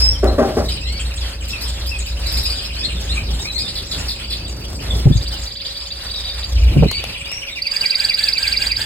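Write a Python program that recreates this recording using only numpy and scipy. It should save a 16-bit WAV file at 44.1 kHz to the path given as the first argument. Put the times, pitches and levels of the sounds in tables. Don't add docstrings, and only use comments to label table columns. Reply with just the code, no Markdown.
import sys
import numpy as np
from scipy import signal
from scipy.fft import rfft, irfft
from scipy.io import wavfile
from scipy.ndimage import uniform_filter1d, map_coordinates

SR = 44100
rng = np.random.default_rng(int(sys.argv[2]) if len(sys.argv) > 2 else 0)


def master(y):
    cut = np.clip(np.atleast_2d(y).T, -1, 1)
    pcm = np.round(cut * 32767)
    wavfile.write(sys.argv[1], SR, pcm.astype(np.int16))


N = 390285
T = np.arange(N) / SR

# t/s, top f/Hz, level/dB, bright flash level/dB
TWEET_NOTES = [(.682, 5050, -32, -43), (1.474, 5400, -36.5, -42), (1.608, 5240, -31, -36),
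               (1.859, 5280, -34, -39), (2.058, 5270, -38, -45), (2.258, 5290, -30, -42),
               (2.313, 5230, -31, -36), (2.366, 5210, -29, -36), (2.426, 5060, -30.5, -38),
               (2.487, 4960, -28.5, -44), (2.551, 4930, -30, -57), (2.628, 5170, -36, -49),
               (3.577, 5015, -27, -44)]
# t/s, start f/Hz, level/dB
CHIP_NOTES = [(1.668, 4530, -38), (3.751, 4400, -30.5), (3.911, 4500, -30.5), (4.081, 4550, -29.5),
              (4.301, 4500, -30.5)]
CHIP_FALL = np.array([1, .88, .702])


def from_db(db):
    return 10 ** (np.asarray(db) / 20)


def rms_one(x):
    return x / np.sqrt(np.mean(x ** 2) + 1e-20)


def at_hz(points, hz):
    return np.interp(np.log(hz), np.log(np.array(points)[:, 0]), np.array(points)[:, 1])


def filtered(x, hz, kind, order=2):
    return signal.sosfilt(signal.butter(order, hz, kind, fs=SR, output="sos"), x)


def drift(rate, size=N):
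    at = np.arange(size) / SR * rate
    return map_coordinates(rng.standard_normal(int(at[-1]) + 3), [at], order=1, mode="nearest")


def phase_of(hz):
    return 2 * np.pi * np.cumsum(hz) / SR


def faded(note, share):
    return note * signal.windows.tukey(len(note), share)


def add(out, s, sound):
    at = int(round(s * SR))
    first, last = max(at, 0), min(at + sound.shape[-1], N)
    if last > first:
        out[..., first:last] += sound[..., first - at:last - at]


def noise(spectrum, patchy_db, flicker_rate):
    # f/Hz, likeness (1 same, -1 opposite)
    likeness = [(150, 1), (300, 0.82), (1000, 0.041), (2200, 0.75), (5000, -0.92), (7500, 0.76),
                (14000, -0.18)]
    out, shared = 0, drift(flicker_rate)
    edges_hz = 22 * 2 ** (np.arange(30) / 3)
    white = rng.standard_normal((2, 2, N))
    for k, band in enumerate(zip(edges_hz, edges_hz[1:])):
        mid, side = filtered(white[k % 2], band, "band")
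        hz = np.sqrt(band[0] * band[1])
        alike = at_hz(likeness, hz)
        flicker = np.minimum(shared + drift(flicker_rate) / 2, 2)
        gain = from_db(at_hz(spectrum, hz) + patchy_db * flicker)
        out = out + gain * (np.sqrt(1 + alike) * mid + np.sqrt(1 - alike) * side * [[1], [-1]])
    return rms_one(out)


def aviary(x, pan_db, echo_db, lead_s=0, shared=.2, echo_s=.42, build_s=.00082):
    t = np.arange(int(echo_s * SR)) / SR
    lumps = from_db(10.1 * rng.standard_normal((3, len(t))) * np.exp(-t / .046))
    tails = rng.standard_normal((3, len(t))) * lumps
    tails *= (1 - np.exp(-t / build_s)) * from_db(-60 * t / echo_s)
    tails /= np.sqrt(np.sum(tails ** 2, axis=1, keepdims=True))
    tail = np.sqrt(shared) * tails[2] + np.sqrt(1 - shared) * tails[:2]
    left, right = x + from_db(echo_db) * signal.fftconvolve([x], tail, axes=1)[:, :N]
    right = np.roll(right, int(round(lead_s * SR)))
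    return np.array([left, right]) * from_db([[pan_db / 2], [-pan_db / 2]])


def hiss_and_fan():
    # f/Hz, relative level/dB
    spectrum = [(18, -34), (30, 1.5), (64, -6), (336, -17), (554, -12.5), (889, -13.5), (4910, -14.5),
                (5450, -17), (6050, -53), (7270, -23), (10800, -27.5), (12000, -33.5), (14000, -21),
                (16000, -71)]
    # f/Hz, level/dB
    fan_tones = [(555, -51)]
    out = from_db(-37) * noise(spectrum, patchy_db=4, flicker_rate=18)
    for hz, db in fan_tones:
        out += from_db(db + 2 * drift(12)) * np.sqrt(2) * np.sin(phase_of(hz + 4 * drift(25)))
    return out


def rumble(hz=56.24, beat_hz=5):
    # t/s, relative level/dB
    swells = [(0.0, -16.5), (0.34, -15), (0.49, -35), (0.52, -24), (1.23, -22), (1.38, -27), (2.39, -20),
              (2.64, -29), (3.35, -17.5), (3.45, -31.5), (4.78, -27.5), (4.9, -20), (5.03, -19.5),
              (5.18, -11), (5.23, -27), (5.44, -23.5), (5.52, -44), (6.51, -25.5), (6.58, -8), (6.83, -17),
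              (6.95, -32), (7.81, -53.5), (8.7, -28.5), (8.85, -49)]
    phase = phase_of(hz + 1.49 * drift(12))
    swing = np.sin(phase) + from_db(-19) * np.sin(phase / 2) + from_db(-12) * np.sin(1.5 * phase)
    swing += from_db(-4.5) * np.sin(phase + phase_of(beat_hz + 1.8 * drift(3.3)))
    level_db = np.interp(T, *np.transpose(swells)) - 2 + drift(12)
    return from_db(level_db) * np.sqrt(2) * swing


def air():
    # t/s, relative level/dB
    gusts = [(0.0, -35.5), (0.52, -29), (1.13, -40), (2.78, -39.5), (3.15, -31.5), (3.52, -38.5),
             (4.78, -35.5), (4.98, -27.5), (5.64, -49.5), (6.38, -48.5), (6.75, -24.5), (6.9, -37),
             (7.74, -57), (8.85, -39)]
    # f/Hz, relative level/dB
    spectrum = [(20, -10), (30, -9), (80, 4), (150, -4), (250, -9), (500, -14.5), (1000, -26.5),
                (2000, -43)]
    level_db = np.interp(T, *np.transpose(gusts)) + 4
    return from_db(level_db) * noise(spectrum, patchy_db=2.5, flicker_rate=23)


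def feathers(rise_s=.029, rest_db=-40):
    # t/s, level/dB
    shakes = [(-.02, -25.5), (2.3, -46), (3.385, -32), (3.97, -38), (4.94, -27.5), (5.31, -34), (7.38, -56)]
    # f/Hz, relative level/dB
    spectrum = [(700, 3), (1500, -4), (3000, -5), (5200, 10.5), (6100, -60), (7200, -7), (8800, -0.5),
                (10500, -11.5), (12200, -11), (14000, -8), (16000, -9)]
    shaking = from_db(rest_db)
    for s, db in shakes:
        age = np.maximum(T - s, 0) / rise_s
        shaking = shaking + from_db(db) * age * np.exp(1 - age)
    return shaking * noise(spectrum, patchy_db=5.5, flicker_rate=70)


def ticks(decay_s=.0019, count=28, peck_db=-24, spread_db=22):
    # t/s, level/dB
    hits = [(.243, -20), (2.195, -24), (3.398, -26), (6.9134, -9.5), (7.04, -13.5), (7.317, -20.5)]
    out, t = np.zeros(N), np.arange(SR // 50) / SR
    pecks = zip(rng.random(count) * N / SR, peck_db - spread_db * rng.random(count))
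    for s, db in [*hits, *pecks]:
        crack = rng.standard_normal(len(t)) * np.exp(-t / decay_s)
        tick = filtered(crack, 5800, "low", order=1) + .9 * filtered(crack, [280, 1200], "band")
        add(out, s, from_db(db) * tick)
    return aviary(out, pan_db=1.5, echo_db=-5)


def wing_puffs(rise_s=.00687, low_hz=62):
    # t/s, level/dB, upper edge f/Hz
    strokes = [(5.056, 0.5, 150), (5.065, -16.5, 443), (5.099, -5, 190), (5.15, -7.5, 108),
               (6.763, -6, 330), (6.781, -5, 168), (6.811, -5, 157), (6.826, -9.5, 570),
               (6.854, -10.5, 348)]
    out, t = np.zeros((2, N)), np.arange(SR // 8) / SR
    swell = t / rise_s * np.exp(1 - t / rise_s)
    for s, db, edge_hz in strokes:
        burst = rng.standard_normal((2, len(t))) * swell
        swirl = filtered(filtered(burst, edge_hz, "low", order=4), low_hz, "high")
        mid, side = swirl * np.sqrt(np.sum(swell ** 2) / np.sum(swirl ** 2, axis=1, keepdims=True))
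        add(out, s - rise_s / 2, from_db(db) * (mid + from_db(-9) * side * [[1], [-1]]))
    return out


def knocks(attack_s=.002):
    # t/s, level/dB, time to fade by 60 dB/s
    blows = [(0.23, -11.5, 0.45), (0.381, -9, 0.47), (0.568, -11, 0.23)]
    # f/Hz, width/Hz, relative level/dB
    box = [(228, 26, 1), (367, 65, 1), (460, 56, 1), (548, 56, 1.5), (615, 57, 3.5), (774, 50, -3.5),
           (1150, 370, -14.5), (2030, 370, -31)]
    loudness = np.zeros(N)
    for s, db, ring_s in blows:
        age = np.maximum(T - s, 0)
        loudness += from_db(db - 60 * age / ring_s) * (1 - np.exp(-age / attack_s))
    white, body = rng.standard_normal(N), np.zeros(N)
    for k, (hz, width, db) in enumerate(box):
        body += (-1) ** k * from_db(db) * signal.lfilter(*signal.iirpeak(hz, hz / width, SR), white)
    body /= np.sqrt(uniform_filter1d(body ** 2, SR // 40))
    return aviary(loudness * body, pan_db=1.5, echo_db=-9.5, lead_s=-.00011)


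def syrinx(hz, waver, half_db, overtone_db):
    phase = phase_of(hz * (1 + waver * drift(489.4, len(hz))))
    below, above = from_db(half_db) * np.sin(phase / 2), from_db(overtone_db) * np.sin(2 * phase)
    return np.sqrt(2) * (np.sin(phase) + below + above)


def whistle(length_s, pitches, waver, half_db, overtone_db):
    arc = np.polyfit([0, .5, 1], pitches, 2)
    hz = np.polyval(arc, np.linspace(0, 1, int(length_s * SR)))
    return syrinx(hz, waver, half_db, overtone_db)


def scratch(size, band_hz=(6900, 8900)):
    return rms_one(filtered(rng.standard_normal(size), band_hz, "band", order=4))


def chatter(count, level_db, low_hz, high_hz, glide, spread_db=11):
    out = np.zeros(N)
    for when, pitch, span, slope, softness in rng.random((count, 5)):
        s = np.interp(when, [0, .11, .6, .65, 1], [.65, 1.4, 4.4, 5.1, 8.8])
        hz = low_hz * (high_hz / low_hz) ** pitch
        sweep = glide * np.sign(slope - .5) * np.sqrt(abs(2 * slope - 1))
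        pitches = hz * np.array([1 - sweep, 1.03, 1 + sweep])
        note = whistle(.013 + .024 * span, pitches, waver=.015, half_db=-40, overtone_db=-31)
        add(out, s, from_db(level_db - spread_db * softness) * faded(note, .6))
    return aviary(out, pan_db=-1.5, echo_db=5, lead_s=.0001)


def answers(count=70, softest_db=-72, spread_db=16, within_s=.045, length_s=.026):
    out, cues = np.zeros(N), [row[0] for row in TWEET_NOTES + CHIP_NOTES]
    for cue, delay, pitch, strength in rng.random((count, 4)):
        start_hz = 4250 + 1250 * pitch
        note = whistle(length_s, start_hz * CHIP_FALL, waver=.0385, half_db=-23, overtone_db=-3.5)
        note += from_db(-8) * scratch(len(note))
        s = cues[int(cue * len(cues))] + delay * within_s
        add(out, s, from_db(softest_db + spread_db * strength) * faded(note, .3))
    return aviary(out, pan_db=-5, echo_db=-2, lead_s=.00008)


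def squeaks(length_s=.026, low_hz=2700, waver=.045):
    # t/s, relative level/dB, high voice f/Hz
    calls = [(.995, -23, 7670), (1.155, -24.5, 7400), (1.285, -32.5, 7400), (1.405, -29.5, 7560),
             (1.476, -26.5, 7430), (1.674, -24.5, 7600), (1.983, -18.5, 7460), (2.995, -28.5, 7240),
             (3.138, -26, 7400), (3.397, -25, 7430), (3.528, -28, 7200), (3.979, -23, 7680),
             (4.475, -25.5, 7300), (5.155, -26.5, 6970), (5.416, -25.5, 6920)]
    out, fall = np.zeros(N), np.array([1, 0, -1])
    for s, db, hz in calls:
        high = whistle(length_s, hz * (1 + .159 * fall), waver, half_db=-40, overtone_db=-30)
        low = whistle(length_s, low_hz * (1 + .258 * fall), waver, half_db=-40, overtone_db=-11)
        note = high + from_db(-9) * low + from_db(-5) * scratch(len(high))
        add(out, s, from_db(db - 13) * faded(note, .4))
    return aviary(out, pan_db=1, echo_db=2, lead_s=.00002)


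def rasps(release_s=.0308, jitter=.045, jitter_per_s=330):
    # t/s, length/s, f/Hz, level/dB
    calls = [(7.725, 0.046, 852, -33.5), (7.786, 0.13, 773, -36), (7.964, 0.11, 803, -31),
             (8.162, 0.13, 815, -30.5), (8.37, 0.15, 788, -31), (8.582, 0.1, 820, -30),
             (8.767, 0.077, 825, -29)]
    # f/Hz, relative level/dB
    throat = [(780, -8.5), (1100, -10.5), (1620, 7.5), (2400, 2), (3400, 8.5), (5500, -26), (6800, -2),
              (8300, 3), (10500, -16), (14500, -10), (16000, -22)]
    out = np.zeros(N)
    for s, length, hz, db in calls:
        size = int((length + release_s) * SR)
        corners_s = [0, .015, length - release_s / 2, length + release_s]
        fade = np.interp(np.arange(size) / SR, corners_s, [0, 1, 1, 0])
        arch = .12 * (np.sin(np.linspace(0, np.pi, size)) - 2 / np.pi)
        phase = phase_of(hz * (1 + arch + jitter * drift(jitter_per_s, size)))
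        buzz = rms_one(np.cos(np.outer(np.arange(1, 20), phase)).sum(0))
        hiss = from_db(-1) * rng.standard_normal(size) * (1 + np.cos(phase))
        colour = from_db(at_hz(throat, np.maximum(np.fft.rfftfreq(size, 1 / SR), 1)))
        voice = rms_one(irfft(rfft(buzz + hiss) * colour, size))
        add(out, s, from_db(db + 2 * drift(jitter_per_s, size)) * voice * fade)
    return aviary(out, pan_db=0, echo_db=0)


def churrs(length_s=.03, buzz_hz=190, depth=.15):
    # t/s, centre f/Hz, level/dB
    bursts = [(.685, 3400, -31), (.988, 2900, -29), (2.278, 4500, -30), (2.365, 4450, -30),
              (2.448, 4400, -30), (2.84, 3950, -30), (3.577, 4300, -27), (3.674, 4350, -25)]
    out, t = np.zeros(N), np.arange(int(length_s * SR)) / SR
    for s, hz, db in bursts:
        swing = np.sin(2 * np.pi * (buzz_hz * t + rng.random()))
        note = syrinx(hz * (1 + depth * swing), waver=.03, half_db=-18, overtone_db=-17)
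        note += from_db(-14) * scratch(len(t))
        add(out, s, from_db(db) * faded(note, .5))
    return aviary(out, pan_db=0, echo_db=0, lead_s=.00007)


def chips(length_s=.021, step_s=.0205, strokes_db=(2, 3, -4.5), upper_ratio=1.19):
    out = np.zeros(N)
    for s, hz, db in CHIP_NOTES:
        for k, stroke_db in enumerate(strokes_db):
            pitches = hz * CHIP_FALL * (1 + .03 * rng.standard_normal())
            note = sum(whistle(length_s, pitches * voice, waver=.01, half_db=-21, overtone_db=-16)
                       for voice in (1, upper_ratio))
            note += from_db(-17) * scratch(len(note), band_hz=(6500, 15000))
            add(out, s + k * step_s, from_db(db + stroke_db + 2 * rng.standard_normal()) * faded(note, .4))
    return aviary(out, pan_db=0, echo_db=-1.5, lead_s=.00006)


def tweets(length_s=.05, rise_s=.0086, buzz_hz=149, flash_at_s=.01, flash_width_s=.0069):
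    out, t = np.zeros(N), np.arange(int(length_s * SR)) / SR
    rise = 1 - .4 * np.exp(-t / rise_s)
    flash = np.exp(-((t - flash_at_s) / flash_width_s) ** 2)
    for s, hz, db, flash_db in TWEET_NOTES:
        buzz = 1 + .036 * np.sin(2 * np.pi * (buzz_hz * t + rng.random()))
        note = syrinx(hz * rise * buzz, waver=.0244, half_db=-14.5, overtone_db=-22.5)
        note += from_db(-14) * scratch(len(t))
        bright = scratch(len(t), (12800, 13900)) + from_db(.5) * scratch(len(t), (6600, 12000))
        note *= from_db(db + 4.5 * drift(146, len(t)))
        add(out, s, faded(note + from_db(flash_db) * flash * bright, .2))
    return aviary(out, pan_db=0, echo_db=4, lead_s=.00007)


def warble(flutter_db=4.5, arch_bend=.78, whistle_bend=.66):
    # t/s, length/s, start f/Hz, top f/Hz, level/dB, lower octave/dB
    arches = [(-.03, 0.13, 4770, 5287, -19.5, -29), (0.088, 0.057, 5300, 5610, -29.5, -26),
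              (0.822, 0.18, 3610, 4575, -38, -8.5), (6.857, .14, 3760, 4626, -30.5, -11),
              (7.245, 0.15, 4400, 5710, -34.5, -18)]
    # t/s, length/s, start f/Hz, end f/Hz, level/dB
    rises = [(0.267, 0.046, 3960, 4120, -34), (0.802, 0.042, 4430, 5440, -38),
             (2.759, 0.073, 4050, 5410, -30), (2.825, 0.04, 3080, 4360, -26),
             (3.092, 0.037, 3370, 4280, -28), (3.148, 0.038, 2160, 2530, -32.5),
             (3.386, 0.034, 3410, 4010, -30.5), (3.439, 0.061, 2150, 2590, -34.5),
             (3.524, 0.094, 3810, 4430, -32.5), (5.107, 0.067, 3200, 4000, -36.5),
             (5.651, 0.068, 3180, 4070, -35), (5.739, 0.11, 4480, 5260, -39.5),
             (6.15, 0.039, 5170, 5540, -36.5)]
    # t/s, length/s, end f/Hz, level/dB
    slurs = [(0.125, .04, 3180, -38), (1.21, .07, 3200, -39), (1.519, 0.066, 2440, -35),
             (1.904, 0.069, 2494, -33), (2.941, 0.047, 3550, -37), (3.467, 0.074, 3870, -33),
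             (3.609, 0.08, 3540, -35.5), (4.903, 0.018, 3360, -32), (6.127, 0.088, 3700, -32),
             (6.251, 0.081, 3610, -31.5), (7.506, 0.036, 3670, -36)]
    first, second = np.zeros((2, N))

    def sing(perch, s, length, pitches, db, waver, half_db, hiss_db):
        note = whistle(length, pitches, waver, half_db, overtone_db=-34)
        note += from_db(hiss_db) * scratch(len(note))
        add(perch, s, faded(note, .3) * from_db(db + flutter_db * drift(140.5, len(note))))

    for s, length, start, top, db, half_db in arches:
        pitches = (start, start + arch_bend * (top - start), top)
        sing(first, s, length, pitches, db, waver=.0068, half_db=half_db, hiss_db=-22)
    for s, length, start, end, db in rises:
        pitches = (start, start + whistle_bend * (end - start), end)
        sing(first, s, length, pitches, db, waver=.03, half_db=-18, hiss_db=-18)
    for s, length, end, db in slurs:
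        sing(second, s, length, (1.11 * end, 1.025 * end, end), db, waver=.016, half_db=-35, hiss_db=-47)
    return (aviary(first, pan_db=.5, echo_db=3, lead_s=.00008)
            + aviary(second, pan_db=-1.5, echo_db=1.5, lead_s=.00006))


def trill(rows, period_s, length_s, pitches, crest, width, floor_db, half_db=-60, warm_up_db=0,
          waver=.0102, uneven_db=1.9, hiss_db=-29, pitch_spread=.0061):
    marks, levels = np.transpose(rows)
    steps = np.maximum(np.round(np.diff(marks) / period_s), 1)
    number = np.r_[0, np.cumsum(steps)]
    times = np.interp(np.arange(number[-1] + 1), number, marks)
    out = np.zeros(N)
    for k, s in enumerate(times):
        detune = 1 + pitch_spread * rng.standard_normal()
        note = whistle(length_s, np.array(pitches) * detune, waver, half_db, overtone_db=-31)
        note += from_db(hiss_db) * scratch(len(note), band_hz=(6500, 15500))
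        peak = np.exp(-((np.linspace(0, 1, len(note)) - crest) / width) ** 2)
        opening_db = warm_up_db * np.clip(1 - k / 6, 0, 1)
        swell = np.maximum(peak, from_db(floor_db + opening_db + rng.standard_normal()))
        db = np.interp(s, marks, levels) + uneven_db * rng.standard_normal()
        add(out, s - crest * length_s, from_db(db) * faded(note * swell, .25))
    return out


def trilling_canaries():
    # t/s, relative level/dB
    near_rows = [(7.625, -11), (7.863, -6), (8.289, -6), (8.384, -7.8), (8.721, -7.3), (8.819, -12)]
    far_rows = [(5.178, -26.5), (5.428, -27), (5.668, -22), (5.724, -27), (5.923, -24), (6.022, -29.5),
                (6.162, -22), (6.396, -25.5), (6.444, -22)]
    pip_rows = [(4.244, -31), (4.41, -32), (4.669, -35)]
    falling_rows = [(7.49, -27), (7.668, -24.5), (8.198, -22.5), (8.715, -23)]
    low_rows = [(6.576, -24), (7.043, -18), (7.431, -19.5)]
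    near = trill(near_rows, period_s=.0478, length_s=.0195, pitches=(3480, 4540, 4900),
                 crest=.72, width=.28, floor_db=-11.5, warm_up_db=-20,
                 waver=.014, uneven_db=.8, hiss_db=-27, pitch_spread=.006)
    far = trill(far_rows, period_s=.0488, length_s=.023, pitches=(3080, 4400, 4900),
                crest=.85, width=.25, floor_db=-6, half_db=-18,
                waver=.02, uneven_db=1.3, pitch_spread=.016)
    pips = trill(pip_rows, period_s=.0425, length_s=.022, pitches=(4030, 4550, 4680),
                 crest=.89, width=.21, floor_db=-20)
    falling = trill(falling_rows, period_s=.0875, length_s=.044, pitches=(2925, 2463, 1985),
                    crest=.62, width=.22, floor_db=-2.5, waver=.032)
    low = trill(low_rows, period_s=.052, length_s=.02266, pitches=(3050, 2764, 2060),
                crest=.65, width=.27, floor_db=-.5, waver=.03)
    return (from_db(-4.1) * aviary(near, pan_db=-3.8, echo_db=-7.2, lead_s=.000023)
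            + from_db(-2.2) * aviary(far + pips, pan_db=-1.5, echo_db=3, lead_s=.000047)
            + from_db(-3) * aviary(falling, pan_db=.5, echo_db=1.5, lead_s=.00012)
            + from_db(-12) * aviary(low, pan_db=.5, echo_db=3, lead_s=.00011))


def scene():
    flock = chatter(count=560, level_db=-37, low_hz=2500, high_hz=5000, glide=.24)
    flock += chatter(count=130, level_db=-42, low_hz=6590, high_hz=8250, glide=.15)
    song = warble() + tweets() + churrs() + chips() + answers() + squeaks()
    song += trilling_canaries() + rasps()
    bumps = knocks() + wing_puffs() + ticks()
    return flock + song + bumps + rumble() + air() + feathers() + hiss_and_fan()


def record(dry, ceiling=.88, cutoff_hz=15900):
    rounded = dry / (1 + (dry / ceiling) ** 6) ** (1 / 6)
    return signal.sosfilt(signal.ellip(10, .1, 80, cutoff_hz, fs=SR, output="sos"), rounded)


dry = scene()
out = record(dry)
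master(out)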